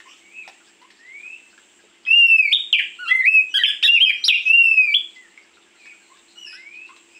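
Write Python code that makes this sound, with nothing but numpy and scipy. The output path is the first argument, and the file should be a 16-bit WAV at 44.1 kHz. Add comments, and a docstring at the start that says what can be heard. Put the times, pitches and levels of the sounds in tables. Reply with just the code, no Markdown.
"""Caged magpie-robin under the eaves

A magpie-robin's syrinx glides through one loud phrase of whistles, whips and reedy notes.
Softer calls of other birds fill the pauses, a cicada's drum buzzes high up, a motor hums in far
traffic, and short ticks and clicks sound now and then. Walls and roof throw the song back,
and a limiter flattens its loudest notes."""
import sys
import numpy as np
from scipy import signal
from scipy.fft import rfft, irfft, next_fast_len
from scipy.io import wavfile

SR = 44100
rng = np.random.default_rng(int(sys.argv[2]) if len(sys.argv) > 2 else 0)


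def inscribe(sig):
    """Save sig as 16-bit PCM at rate SR to the path in sys.argv[1].

    A 1-D sig is mono; a 2-D sig holds one channel per row.
    Samples are clipped to [-1, 1] before scaling.
    """
    pcm = np.round(np.clip(np.atleast_2d(sig).T, -1, 1) * 32767)
    wavfile.write(sys.argv[1], SR, pcm.astype(np.int16))


N = 317079
TIME = np.arange(N) / SR
CUTOFF_HZ = 15550

# Spectrum of the noise shed by fast sweeps. Each row: frequency in Hz, gain in dB.
AIR_SPECTRUM = [(60, -3), (300, 2), (900, 3), (3000, 11.5), (6000, 1), (10000, 1.5), (15000, -7.5)]


def from_db(db):
    """Amplitude grows tenfold for every 20 dB."""
    return 10 ** (np.asarray(db) / 20)


def unit_rms(x):
    """Normalisation to a mean power of 1."""
    return x / np.sqrt(np.mean(x ** 2) + 1e-20)


def db_at(spectrum, hz):
    """Interpolation of a spectrum on a logarithmic frequency axis."""
    freq, db = np.transpose(spectrum)
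    return np.interp(np.log(np.maximum(hz, 1)), np.log(freq), db)


def coloured(x, spectrum):
    """Filtering by multiplication in the frequency domain."""
    size = next_fast_len(len(x))
    gain = from_db(db_at(spectrum, np.fft.rfftfreq(size, 1 / SR)))
    return irfft(rfft(x, size) * gain, size)[:len(x)]


def drift(rate, size):
    """Random modulation: straight lines join `rate` Gaussian values a second."""
    position = np.arange(size) / SR * rate
    count = int(position[-1]) + 2
    return np.interp(position, np.arange(count), rng.standard_normal(count))


def ramp(t, start, length):
    """A linear transition from 0 at `start` to 1 after `length`."""
    return np.clip((t - start) / max(length, 1 / SR), 0, 1)


def note_span(start, length, open_s=.0015, close_s=.003):
    """Tapered edges prevent clicks; gives a note's sample indices, elapsed time and gate."""
    at = np.arange(max(int(start * SR), 0), min(int((start + length) * SR), N))
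    t = (at - at[0]) / SR
    edge = np.clip(np.minimum(t / open_s, (t[-1] - t) / close_s), 0, 1)
    return at, t, np.sin(edge * np.pi / 2) ** 2


def phase_of(hz):
    """Phase is the time integral of frequency."""
    return 2 * np.pi * np.cumsum(hz) / SR


def town(traffic_db=-57, motor_hz=340.5, motor_db=-66):
    """Far traffic sums to steady noise; a motor's hum wavers in frequency and amplitude."""
    # Spectrum of the traffic. Each row: frequency in Hz, relative level in dB.
    traffic_spectrum = [(25, -27.5), (70, -10.5), (160, -19), (190, 0.5), (235, -3), (350, 3), (520, -6),
                        (900, -5), (1400, -8), (2800, 1), (4000, -11.5), (6000, -13.5), (9000, -21.5),
                        (13000, -39.5)]
    traffic = from_db(traffic_db) * unit_rms(coloured(rng.standard_normal(N), traffic_spectrum))
    hum = np.sin(phase_of(motor_hz * (1 + .008 * drift(34, N))))
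    return traffic + from_db(motor_db + 2 * drift(2.4, N)) * hum


def cicada(pulse_hz=99, level_db=-59.5, lull_db=6, ramp_s=.15):
    """Pulsed excitation: the drum buckles in a fast train of bursts that ring in its resonance."""
    # Resonance of the drum. Each row: frequency in Hz, relative level in dB.
    tymbal_spectrum = [(5000, -33.5), (6400, -12), (7300, -6), (7540, 3), (7750, -5), (8350, -7),
                       (8750, -24), (10500, -40.5), (13000, -45), (15300, -22.5)]
    # Bouts of louder buzzing. Each row: start in seconds, length in seconds.
    bouts = [(0, 0.68), (1.2, .58), (2.328, 1.45), (4.746, .5), (5.864, 0.54), (6.95, .24)]
    cycle = np.cumsum(pulse_hz * (1 + .0083 * drift(11, N))) / SR % 1
    bursts = (.5 + np.exp(-1.8 * cycle)) * rng.standard_normal(N)
    effort = sum(ramp(TIME, start - ramp_s, ramp_s) - ramp(TIME, start + length, ramp_s)
                 for start, length in bouts)
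    return from_db(level_db - lull_db * (1 - effort)) * unit_rms(coloured(bursts, tymbal_spectrum))


def ticks(snap_band_hz=(1000, 4000), snap_t60_s=.038, ring_t60_s=.022, rise_s=.00069):
    """Damped transients: each tick is a snap of noise and a ring, both decaying exponentially."""
    # Short ticks and clicks: one at the very start, two as the song begins, and scattered light taps.
    # Each row: start in seconds, ring level in dB, ring pitch in Hz, snap level in dB.
    clicks = [(.002, -28.5, 1836, -33.5), (.477, -26, 785, -25.5), (.49, -38, 690, -42),
              (0.675, -54, 1200, -43), (0.817, -62, 1900, -39), (.904, -34.5, 1850, -35.5),
              (1.529, -41, 1534, -56), (1.578, -34.5, 1680, -38), (1.839, -40.5, 483, -53),
              (2.052, -23.5, 3190, -41), (2.066, -25.5, 2020, -39), (5.376, -26, 2190, -39.5),
              (5.571, -41, 1391, -49.5), (5.857, -33, 1830, -38), (6.171, -46.5, 2450, -39.5),
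              (6.889, -43, 1457, -49), (6.964, -41, 3960, -37)]
    out, t = np.zeros(N), TIME[:SR // 5]
    band = signal.butter(2, snap_band_hz, "band", fs=SR, output="sos")
    for start, ring_db, hz, snap_db in clicks:
        snap = signal.sosfilt(band, rng.standard_normal(len(t)) * from_db(-60 * t / snap_t60_s))
        ring = np.sin(2 * np.pi * hz * t) * from_db(-60 * t / ring_t60_s) * (1 - np.exp(-t / rise_s))
        at = int(start * SR)
        out[at:at + len(t)] += from_db(snap_db) * snap + from_db(ring_db) * ring
    return out


def far_chatter(count=220, low_hz=1300, high_hz=4800, length_s=.042, floor_db=-61.25, range_db=9):
    """Fast random frequency modulation makes hoarse scraps of chatter from many faint birds."""
    out, progress = np.zeros(N), np.linspace(0, 1, int(length_s * SR))
    size = len(progress)
    envelope = np.minimum(10 * progress, 1) * (1 - progress)
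    for when, pitch, loudness in rng.random((count, 3)):
        hz = low_hz * (high_hz / low_hz) ** pitch * (1 + .13 * drift(2500, size))
        at = int(when * (N - size))
        out[at:at + size] += from_db(floor_db + range_db * loudness) * envelope * np.sin(phase_of(hz))
    return out


def syllable(start, to_turn, after, first_hz, turn_hz, last_hz, db, octave_db, attack, fade_db):
    """A power-law glide flattens at its turning pitch; the level climbs, then fades or swells."""
    at, t, gate = note_span(start, to_turn + after)
    approach = (1 - ramp(t, 0, to_turn)) ** 2.3
    departure = ramp(t, to_turn, after) ** 2.3
    hz = turn_hz + (first_hz - turn_hz) * approach + (last_hz - turn_hz) * departure
    effort_db = -20.5 * (1 - ramp(t, 0, attack)) - fade_db * ramp(t, attack, to_turn + after - attack)
    # The octave follows only part of the swell and fade, so the quiet edges are reedier.
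    return at, gate, hz, db + effort_db, octave_db + .44 * effort_db


def chip(start, first_hz, db, length_s=.057, lift=.244, fade_db=20, roughness=.068):
    """A linear upward chirp: a sudden low note lifts as it decays."""
    at, t, gate = note_span(start, length_s)
    hz = first_hz * (1 + lift * t / length_s)
    level_db = db - fade_db * t / length_s
    return at, gate, hz, level_db, level_db - 8, roughness


def riser(start, length, first_hz, db, top_hz=2685, attack_s=.22, roughness=.1):
    """A slow power-law glide: the whistle swells as it climbs and levels off at the top."""
    at, t, gate = note_span(start, length)
    hz = top_hz + (first_hz - top_hz) * (1 - ramp(t, 0, length)) ** 1.3
    level_db = db - 15.5 * (1 - ramp(t, 0, attack_s)) - 3.5 * ramp(t, attack_s, length - attack_s)
    return at, gate, hz, level_db, level_db - 38, roughness


def twitter(start, db, length_s=.1281, first_hz=4160, last_hz=4110, fade_db=9.5, roughness=.36):
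    """A shallow downward chirp: a thin rough note sinks as it decays."""
    at, t, gate = note_span(start, length_s)
    hz = first_hz + (last_hz - first_hz) * t / length_s
    level_db = db - fade_db * t / length_s
    return at, gate, hz, level_db, level_db - 21, roughness


def far_birds(rasp=.13, upper_db=-21, flutter_db=2.5):
    """Random frequency modulation roughens soft whistles; harmonics make some of them reedy."""
    # Hoarse calls. Each row: start, time to the turn and time after it in seconds; first, turning and
    # last pitch in Hz; fundamental and octave level in dB; attack in seconds; fade in dB; roughness.
    hoarse_calls = [ (.05, 0.092, 0.061, 2600, 2896, 2990, -44, -56.5, 0.044, 12, 1.14),
                    (.19, 0.17, 0.022, 2046, 2350, 2350, -58.5, -87, 0.018, -6, 0.27),
                    (.31, 0.086, 0.048, 2450, 2600, 2190, -37, -86, 0.056, 1.5, 0.18),
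                    (4.422, 0.018, 0.049, 3100, 3070, 2850, -31.5, -47, 0.058, -1.5, 0.54),
                    (5.151, 0.027, 0.095, 2080, 2029, 1725, -44, -77, 0.012, 8, 0.02),
                    (5.781, 0.1, 0.011, 2650, 2249, 2460, -46, -79, 0.036, 6, 0.22),
                    (5.855, 0.0196, 0.052, 2535, 2503, 2136, -46, -70.5, 0.014, -4, 0.31),
                    (6.356, 0.042, 0.089, 2864, 2940, 2477, -35.5, -54, 0.033, 11, 0.07),
                    (6.45, .07, 0.0367, 2750, 2530, 2577, -43.5, -45, 0.026, 0.5, 0.26),
                    (7.1, 0.076, 0.0066, 2380, 2563, 2600, -39, -61, 0.11, 7, 0.24), ]
    # Low chips. Each row: start in seconds, first pitch in Hz, level in dB.
    chips = [(0.057, 1007, -46.5), (0.814, 936, -46.5), (6.1, 994, -51), (6.528, 1451, -40),
             (6.89, 1018, -46.5)]
    # Rising whistles. Each row: start and length in seconds, first pitch in Hz, level in dB.
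    risers = [(0.989, .375, 1762, -36.5), (6.468, .42, 1698, -39)]
    # Thin twitters. Each row: start in seconds, level in dB.
    twitters = [(5.758, -61.5), (6.02, -60.5), (6.279, -56.5)]
    calls = [(*syllable(*row), roughness) for *row, roughness in hoarse_calls]
    calls += [riser(*row) for row in risers]
    calls += [chip(*row) for row in chips]
    calls += [twitter(*row) for row in twitters]
    out = np.zeros(N)
    for at, gate, hz, fundamental_db, octave_db, roughness in calls:
        phase = phase_of(hz * (1 + rasp * roughness * drift(700, len(at))))
        overtones = np.sin(2 * phase) + from_db(upper_db) * (np.sin(3 * phase) + np.sin(4 * phase))
        voice = from_db(fundamental_db) * np.sin(phase) + from_db(octave_db) * overtones
        flutter = from_db(flutter_db * drift(50, len(at)))
        out[at] += np.sqrt(2) * gate * flutter * voice
    return out


def long_whistle(start, length, top_hz, low_hz, scoop_hz, octave_db, levels,
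                 first_hz=2543, rise_s=.112, sag_hz_per_s=1080, droop_s=.135, scoop_s=.03):
    """Slow frequency modulation: a rise, sag, droop and scoop; the octave grows towards the end."""
    at, t, gate = note_span(start, length)
    rise = np.sin(np.pi / 2 * ramp(t, 0, rise_s)) ** 2
    sag_hz = sag_hz_per_s * np.clip(t - rise_s, 0, length - droop_s - rise_s)
    droop = ramp(t, length - droop_s, droop_s - scoop_s)
    scoop = ramp(t, length - scoop_s, scoop_s) ** 2
    held_hz = first_hz + (top_hz - first_hz) * rise - sag_hz
    hz = held_hz + (low_hz - held_hz) * droop + scoop_hz * scoop
    onset_db = -2 * (1 - ramp(t, 0, .048))
    fundamental_db = onset_db + np.interp(at / SR, *np.transpose(levels))
    return at, gate, hz, fundamental_db, octave_db + onset_db + 6 * (droop + scoop)


def magpie_robin(tremor_db=2, flutter_db=4, buzz_db=-16, db_per_harmonic=-1.5, air_db=-39):
    """Source and filter: the syrinx glides; the throat passes the fundamental or a reedy octave."""
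    # Long whistles that open and close the phrase. Each row: start and length in seconds,
    # top pitch, lowest pitch and final lift in Hz, octave level in dB.
    whistles = [(2.06, .465, 2827, 2159, 450, -51), (4.453, .485, 2789, 2283, 153, -50)]
    # One envelope for each whistle. Each point: time in seconds, level in dB.
    envelopes = [
        [(2.06, -37.5), (2.084, -21.5), (2.136, -8), (2.352, -10), (2.358, -22), (2.4, -9), (2.412, -21),
         (2.51, -26), (2.52, -13.5)],
        [(4.455, -25), (4.503, -13), (4.643, -6), (4.701, -25.5), (4.715, -12.5), (4.767, -29.5), (4.781, -11),
         (4.887, -25), (4.935, -23)],
    ]
    # Quick syllables. Each row: start, time to the turn and time after it in seconds; first, turning
    # and last pitch in Hz; fundamental and octave level in dB; attack in seconds; fade in dB.
    syllables = [ (2.523, 0.016, 0.019, 2606, 3722, 2830, -3.5, -50, 0.0068, 8),
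                 (2.7273, 0.03, 0.0079, 3573, 2343, 2550, 1, -36.5, 0.0032, 13.5),
                 (2.782, 0.028, 0.0035, 2830, 1595, 1600, -6, -42, 0.0031, 35),
                 (2.985, 0.022, 0.066, 1280, 1472, 1282, -36.5, -44.5, 0.0075, -4),
                 (3.058, 0.021, 0.042, 1297, 1378, 1244, -31, -28.5, 0.026, 6),
                 (3.077, 0.027, 0.011, 1494, 1660, 1700, -40.5, -28.5, 0.0062, 4.5),
                 (3.092, 0.062, 0.06, 1890, 2075, 2044, -10.5, -56.5, 0.021, 5),
                 (3.222, 0.0037, 0.039, 1675, 1837, 2446, -20, -44.5, 0.021, -2.5),
                 (3.266, 0.039, 0.1, 2367, 2617, 2490, -1.5, -48, 0.019, 14.5),
                 (3.49, 0.024, 0.027, 2930, 2966, 2750, -40.5, -53.5, 0.022, 2.5),
                 (3.5393, .016, .029, 1476, 1649, 1466, -28.5, -18.5, 0.0031, 0.5),
                 (3.583, 0.0095, 0.044, 1743, 1958, 1554, -23, -34, 0.012, 4.5),
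                 (3.635, 0.0036, .012, 2790, 3197, 1806, 2.5, -34.5, 0.0043, 9.5),
                 (3.654, 0.018, 0.023, 1730, 1732, 1582, -26, -13.5, 0.0071, 3),
                 (3.826, .022, 0.01, 1164, 1879, 1858, -24.5, -7.5, 0.028, 5),
                 (3.854, .017, 0.012, 1716, 1737, 1600, -23, -6.5, 0.004, 4.5),
                 (3.872, 0.059, 0.051, 2660, 2817, 2355, 0, -39.5, 0.017, 9.5),
                 (4.002, .028, .028, 2643, 3221, 2755, -1, -50.5, 0.023, 3.5),
                 (4.055, 0.0058, 0.039, 2680, 2558, 2386, -12, -38.5, 0.0029, -1.5),
                 (4.091, 0.0029, 0.019, 2450, 2410, 1590, -5.5, -36, 0.0047, 21),
                 (4.149, 0.087, .035, 5460, 5835, 5710, -63.5, -82, 0.013, -17.5),
                 (4.238, 0.035, 0.0084, 3610, 5636, 5100, -15.5, -46, 0.0029, 7),
                 (4.28, 0.031, 0.018, 4200, 2504, 2320, -1, -44.5, 0.0043, 8),
                 (4.33, 0.015, .018, 2533, 2794, 2410, -11.5, -46, 0.0099, 7.5),
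                 (4.938, 0.016, 0.011, 2400, 3431, 3000, -2.5, -56, 0.011, 15), ]
    # Weighting of the harmonics above the octave. Each row: frequency in Hz, gain in dB.
    overtone_spectrum = [(3500, -14.5), (4900, -21.5), (6600, -32.5), (8300, -29.5), (10500, -30),
                         (12200, -42), (13800, -29.5), (15500, -40.5)]
    notes = [long_whistle(*row, levels) for row, levels in zip(whistles, envelopes)]
    notes += [syllable(*row) for row in syllables]
    out = np.zeros(N)
    for at, gate, hz, fundamental_db, octave_db in notes:
        fundamental = from_db(fundamental_db + tremor_db * drift(60, len(at)))
        octave = from_db(octave_db + tremor_db * drift(60, len(at)))
        # Held notes are nearly pure; reedy ones rasp; fast sweeps are unsteady and shed noise.
        sweep = np.tanh(np.abs(np.gradient(np.log(hz))) * SR / 35)
        reediness = octave / (fundamental + octave)
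        waver = .0022 + .018 * sweep + .0099 * reediness
        hz = hz * (1 + waver * drift(430, len(at)))
        phase = phase_of(hz)
        voice = fundamental * np.sin(phase) + octave * np.sin(2 * phase)
        buzz = octave + from_db(buzz_db) * fundamental   # reedy notes carry far more overtones
        for k in range(3, 10):
            overtone_db = db_at(overtone_spectrum, k * hz) + db_per_harmonic * (k - 2)
            overtone_db += flutter_db * drift(80, len(at))
            voice += buzz * from_db(overtone_db) * (k * hz < CUTOFF_HZ) * np.sin(k * phase)
        air = coloured(rng.standard_normal(len(at)), AIR_SPECTRUM)
        voice += from_db(air_db) * (fundamental + octave) * sweep * air
        out[at] += np.sqrt(2) * gate * voice
    return out


def whip_cracks():
    """Broadband transients: the hardest flicks of the song break into short bursts of noise."""
    # Gaussian bursts. 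Each row: centre in seconds, level in dB, half width in seconds.
    cracks = [(2.53, -28, 0.0019), (2.728, -34.5, 0.0015), (2.79, -39.5, .003), (4.03, -34.5, 0.012),
              (4.095, -39.5, 0.0024), (4.285, -26, 0.0061)]
    envelope = sum(from_db(db) * np.exp(-((TIME - centre) / width) ** 2) for centre, db, width in cracks)
    return envelope * unit_rms(coloured(rng.standard_normal(N), AIR_SPECTRUM))


def reflections(x, smear=.11):
    """Echoes interfere with a gliding whistle; bars and rough walls scatter the later ones most."""
    # Echoes from roof and walls. Each row: delay in seconds, relative level in dB.
    echoes = [(.0037, -13.5), (.0089, -0.5), (0.0172, -5.5), (0.022, -10), (0.0345, -21), (0.0432, -22),
              (0.0618, -17.5)]
    response, t = np.zeros(SR // 5), TIME[:SR // 30]
    for delay, db in echoes:
        burst = rng.standard_normal(len(t)) * np.exp(-t / (smear * delay))
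        at = int(delay * SR)
        response[at:at + len(t)] += from_db(db) * burst / np.linalg.norm(burst)
    return signal.fftconvolve(x, response)[:N]


def reverberation(x, t60_s, build_s, grain_db):
    """The yard's diffuse field: uneven clumps of echoes build up, then decay exponentially."""
    # Colour of the reverberation. Each row: frequency in Hz, gain in dB.
    yard_spectrum = [(200, -14.5), (1500, 0.5), (3000, 0), (5500, -2.5), (9000, 0.5), (15000, -10.5)]
    t = TIME[:SR]
    tail = rng.standard_normal(SR) * from_db(grain_db * drift(360, SR) - 60 * t / t60_s)
    tail *= 1 - np.exp(-t / build_s)
    response = coloured(tail / np.linalg.norm(tail), yard_spectrum)[:SR * 9 // 10]
    return signal.fftconvolve(x, response)[:N]


def scene():
    """Superposition: the singer is close; other birds and ticks arrive largely by way of the walls."""
    near = magpie_robin() + whip_cracks()
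    far = far_birds() + far_chatter() + ticks()
    mix = near + from_db(-4) * reflections(near)
    mix += from_db(-11) * reverberation(near, t60_s=.38, build_s=.0098, grain_db=2)
    mix += from_db(-2.5) * far + from_db(-4.5) * reflections(far)
    mix += from_db(-6) * reverberation(far, t60_s=.5, build_s=.0012, grain_db=-1.5)
    return (mix + cicada() + town())[None]


def limiter(x, ceiling_db=-7, release_db_per_s=200, attack_s=.00017):
    """Peak limiting: the gain drops quickly on peaks over the ceiling and soon recovers."""
    excess_db = np.maximum(20 * np.log10(np.abs(x) + 1e-9) - ceiling_db, 0)
    release_db = release_db_per_s * TIME
    held_db = np.maximum.accumulate(excess_db + release_db, axis=-1) - release_db
    pole = np.exp(-1 / (attack_s * SR))
    return x * from_db(-signal.lfilter([1 - pole], [1, -pole], held_db))


def record(dry):
    """Limiting flattens the loud notes, and a steep low-pass filter cuts the highest treble."""
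    lowpass = signal.ellip(12, .1, 90, CUTOFF_HZ, fs=SR, output="sos")
    return signal.sosfilt(lowpass, limiter(dry))


dry = scene()
out = record(dry)
inscribe(out)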